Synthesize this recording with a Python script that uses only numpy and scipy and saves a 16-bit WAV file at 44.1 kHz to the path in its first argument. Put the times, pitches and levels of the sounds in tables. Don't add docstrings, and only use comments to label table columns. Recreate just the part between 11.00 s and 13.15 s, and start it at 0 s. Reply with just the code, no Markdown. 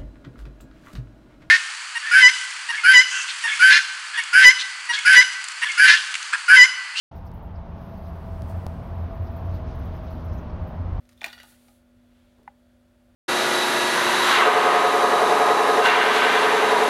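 import sys
import numpy as np
from scipy import signal
from scipy.fft import rfft, irfft
from scipy.io import wavfile

SR = 44100
rng = np.random.default_rng(int(sys.argv[2]) if len(sys.argv) > 2 else 0)


def to_wav(s):
    ch = np.atleast_2d(s).T
    pcm = np.round(np.clip(ch, -1, 1) * 32767)
    wavfile.write(sys.argv[1], SR, pcm.astype(np.int16))


N = 94815
T = np.arange(N) / SR


def from_db(db):
    return 10 ** (np.asarray(db) / 20)


def noise(colour):
    hz, db = np.transpose(colour)
    bins_hz = np.maximum(np.arange(N // 2 + 1) * SR / N, 1)
    eq = from_db(np.interp(np.log(bins_hz), np.log(hz), db))
    shaped = irfft(rfft(rng.standard_normal(N)) * eq, N)
    return shaped / shaped.std()


def drift(rate_hz):
    knots = rng.standard_normal(256)
    return np.interp(T * rate_hz, np.arange(len(knots)), knots)


def fader(curve):
    return from_db(np.interp(T, *np.transpose(curve)))


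def decay(start, t60):
    return (T >= start) * np.exp(-np.log(1000) * np.clip((T - start) / t60, 0, 10))


def strike(hits, modes, spread_db=0):
    out = np.zeros(N)
    for s, db in hits:
        start = int(s * SR)
        t = T[:min(N - start, SR // 2)]
        for k, (hz, mode_db, t60) in enumerate(modes):
            gain = (-1) ** k * from_db(db + mode_db + spread_db * rng.standard_normal())
            ring = np.sin(2 * np.pi * hz * t) * np.exp(-np.log(1000) * t / t60)
            out[start:start + len(t)] += gain * ring
    return out


def bursts(hits, colour, t60):
    power = sum((from_db(db) * decay(s, t60)) ** 2 for s, db in hits)
    return noise(colour) * np.sqrt(power)


# f/Hz, rms level/dB
HUM_PARTIALS = [(67, -75.5), (98, -73), (146, -84), (195, -81), (243.9, -61.5), (342, -77), (441, -83.5),
                (537.5, -77.5), (585.8, -74), (698, -88.5), (1416, -86), (3418, -88), (4490, -94)]
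# f/Hz, level/dB
AIR_COLOUR = [(22, -51), (33, -5), (45, 3), (95, 0), (140, -10.5), (300, -15), (450, -19), (620, -10.5),
              (800, -19), (1050, -23), (1500, -20), (2300, -27.5), (3700, -31), (4600, -33.5),
              (5100, -35.5), (10000, -37), (15500, -40.5)]
HUM_WAVER_RAD, HUM_FLUTTER_DB, AIR_DB = 0.23, 1.2, -63.5
def appliance_hum():
    hum = np.zeros(N)
    for hz, db in HUM_PARTIALS:
        gain = np.sqrt(2) * from_db(db + HUM_FLUTTER_DB * drift(6.2))
        phase = 2 * np.pi * (hz * T + rng.random()) + HUM_WAVER_RAD * drift(2)
        hum += gain * np.sin(phase)
    return hum + from_db(AIR_DB) * noise(AIR_COLOUR)


# t/s, level/dB
RUB_ENVELOPE = [(0, -77), (.08, -75), (.12, -70.5), (.15, -76), (.2, -66.5), (.24, -85)]
# f/Hz, level/dB
TOUCH_COLOUR = [(300, -18), (1500, 6.5), (4000, 4), (6500, 0.5), (10000, 1), (15500, -2)]
def finger_rub():
    return fader(RUB_ENVELOPE) * noise(TOUCH_COLOUR)


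# t/s, level/dB, low-pass f/Hz
TICK_CUES = [(.053, -62, 8000), (0.091, -50.5, 11400), (.113, -61, 13000), (0.122, -60, 12000),
             (0.129, -60.5, 14000), (.176, -62, 15000), (.2095, -58, 16000), (0.2141, -41, 7000),
             (0.22, -54, 14000), (0.231, -48, 17000), (0.3288, -45.5, 16100), (0.346, -56, 17000),
             (0.4316, -44.5, 16000), (0.683, -52.5, 5000), (1.4313, -65, 15900), (1.475, -65, 12100)]
def ticks():
    touch = noise(TOUCH_COLOUR)
    out = np.zeros(N)
    for s, db, hz in TICK_CUES:
        lowpass = signal.butter(2, hz, fs=SR, output="sos")
        out += signal.sosfilt(lowpass, touch * from_db(db) * decay(s, t60=0.033))
    return out


# t/s, level/dB
CREAK_CUES = [(.177, -57), (.184, -61.5), (.2098, -41.5), (.231, -44.5), (.3025, -42.5)]
# f/Hz, level/dB, t60/s
CREAK_MODES = [(3553, 4.5, .018), (3970, -12, .015)]
def lever_creak():
    return strike(CREAK_CUES, CREAK_MODES)


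# t/s, level/dB
HISS_ENVELOPE = [(.2, -94), (.27, -63), (.42, -65.5), (.5, -57.5), (.58, -67.5), (.69, -66), (.77, -70.5),
                 (.84, -86)]
# f/Hz, level/dB
HISS_COLOUR = [(700, -17.5), (2000, -4), (4500, 1.5), (5100, -5), (6500, -2.5), (8000, -1), (10000, 2.5),
               (12500, -1), (15500, -6)]
def lamp_hiss():
    return fader(HISS_ENVELOPE) * noise(HISS_COLOUR)


# t/s, housing level/dB, crack level/dB, pitch ratio
SNAP_CUES = [(0.2161, -13.5, -68, 0.96), (.2426, -1, -30.5, 0.98), (0.2614, -18.5, -36.5, 1.0),
             (.4006, -22, -49, .8)]
# f/Hz, level/dB, t60/s
HOUSING_MODES = [(704, -32, 0.086), (1520, -34.5, 0.029), (1915, -20, 0.024), (2467, -17, 0.021),
                 (2818, -35.5, 0.066), (3620, -34, 0.057), (4360, -32, 0.015), (6500, -49, .03),
                 (7210, -45, 0.0202), (8670, -45, 0.028)]
# f/Hz, level/dB
CRACK_COLOUR = [(200, -36), (600, -1), (1100, 3), (2500, -1), (5000, -3.5), (7800, -1.5), (10000, -10),
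                (15500, -10)]
TABLE_ECHO_S, TABLE_ECHO_DB = .0024, -13
def switch_snap():
    ring = sum(strike([(s, db)], np.array(HOUSING_MODES) * [pitch, 1, 1])
               for s, db, _, pitch in SNAP_CUES)
    echo = from_db(TABLE_ECHO_DB) * np.interp(T - TABLE_ECHO_S, T, ring)
    crack_hits = [(s, db) for s, _, db, _ in SNAP_CUES]
    return ring + echo + bursts(crack_hits, CRACK_COLOUR, t60=0.037)


# t/s, level/dB
JOLT_CUES = [(.2165, -0.5), (.243, -4), (.266, -1), (.37, -18.5), (.435, -11.5), (.682, -18)]
# f/Hz, level/dB, t60/s
TABLE_MODES = [(327, -55, 0.11), (441, -57.5, 0.077), (600, -45.5, 0.068), (715, -43.5, .13),
               (813, -45.5, 0.095), (876, -43, 0.07), (1238, -49.5, 0.099)]
def table_jolts():
    return strike(JOLT_CUES, TABLE_MODES, spread_db=3)


# t/s, ring level/dB, scrape level/dB, roll-off f/Hz
RATTLE_CUES = [(0.2307, -4, -45, 2995), (0.2397, -13, -45, 3500), (0.2462, 1, -38, 5000),
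               (0.2608, -4.5, -42, 5000), (0.28, -11, -42, 8000), (0.316, -23, -58, 8000),
               (.329, 0, -41.5, 7000), (0.3786, -5, -51, 2600), (.387, -17, -47, 7000),
               (0.4007, -10.5, -49.5, 7000), (0.407, -15, -52, 7000), (.418, -10.5, -51, 2200),
               (.443, -19, -57, 4000), (0.482, -13, -68, 1800)]
# f/Hz, level/dB, t60/s
METAL_MODES = [(1461.5, -41.5, 0.086), (1817, -53, 0.178), (1936, -50, .18), (2197, -65.5, 0.11),
               (2439, -56, 0.15), (2720, -55, 0.16), (2883, -49.5, 0.15), (2970, -52.5, 0.062),
               (3390, -48.5, .05), (3760, -59, .09), (4574, -44, 0.095), (5560, -59.5, 0.0835)]
# f/Hz, level/dB
SCRAPE_COLOUR = [(300, -16.5), (1100, -10), (1600, 0), (2400, -3), (3500, 2), (4600, 1.5), (5100, -14.5),
                 (5700, -4), (6500, -14), (8000, -23), (15000, -40)]
def lamp_rattle():
    ring = np.zeros(N)
    for s, db, _, rolloff_hz in RATTLE_CUES:
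        modes = [(hz, mode_db - 10 * np.log10(1 + (hz / rolloff_hz) ** 4), t60)
                 for hz, mode_db, t60 in METAL_MODES]
        ring += strike([(s, db)], modes, spread_db=1.5)
    scrape_hits = [(s, db) for s, _, db, _ in RATTLE_CUES]
    return ring + bursts(scrape_hits, SCRAPE_COLOUR, t60=0.04)


# t/s, level/dB
RUSTLE_ENVELOPE = [(.4, -89), (.53, -66), (.8, -82.5), (1.0, -78), (1.17, -71), (1.3, -73), (1.45, -77),
                   (1.55, -80)]
# f/Hz, level/dB
RUSTLE_COLOUR = [(300, -6.5), (800, 1.5), (1600, -1), (2800, 0), (3700, -0.5), (5200, -10), (10000, -14),
                 (15000, -20)]
def sleeve_rustle():
    return fader(RUSTLE_ENVELOPE) * noise(RUSTLE_COLOUR)


# t/s, level/dB
SHIFT_CUES = [(1.385, -59.5)]
# f/Hz, level/dB
SHIFT_COLOUR = [(120, -3), (380, -2), (800, -11), (2000, -28), (6000, -40)]
def hand_shift():
    return bursts(SHIFT_CUES, SHIFT_COLOUR, t60=0.46)


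# t/s, level/dB
KNOCK_CUES = [(1.477, -6)]
# f/Hz, level/dB, t60/s
KNOCK_MODES = [(189, -46, 0.12), (802, -24, 0.04), (923, -20.5, .014), (1490, -36, 0.028),
               (1770, -36.5, 0.023), (2030, -33.5, 0.029), (2370, -43, 0.028), (2790, -46.5, 0.027),
               (3020, -52, 0.019), (3770, -49, .015)]
KNOCK_BAND_HZ = [197, 2700]
def knock():
    bandpass = signal.butter(2, KNOCK_BAND_HZ, "band", fs=SR, output="sos")
    return signal.sosfilt(bandpass, strike(KNOCK_CUES, KNOCK_MODES))


# f/Hz, level/dB
REVERB_COLOUR = [(150, -6), (700, 0.5), (1500, 3.5), (2400, -4), (4000, 1), (8000, -1.5), (15000, 1)]
PREDELAY_S, REVERB_T60_S = 0.0025, 0.32
def room_reverb(send):
    response = noise(REVERB_COLOUR) * decay(PREDELAY_S, REVERB_T60_S)
    response /= np.sqrt(np.sum(response ** 2))
    return signal.fftconvolve(send, response)[:N]


NOTCH_HZ, NOTCH_Q = 7720, 11.3
CLICK_SEND_DB, KNOCK_SEND_DB = -8, -24
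def scene():
    clicks = finger_rub() + ticks() + lever_creak() + switch_snap() + table_jolts() + lamp_rattle()
    clicks = signal.lfilter(*signal.iirnotch(NOTCH_HZ, NOTCH_Q, SR), clicks)
    bump = knock()
    reverb = room_reverb(from_db(CLICK_SEND_DB) * clicks + from_db(KNOCK_SEND_DB) * bump)
    bed = appliance_hum() + lamp_hiss() + sleeve_rustle() + hand_shift()
    return (clicks + bump + reverb + bed)[None]


HIGH_CUT_HZ = 15900
def record(dry):
    return signal.sosfilt(signal.ellip(10, .1, 70, HIGH_CUT_HZ, fs=SR, output="sos"), dry)


dry = scene()
out = record(dry)
to_wav(out)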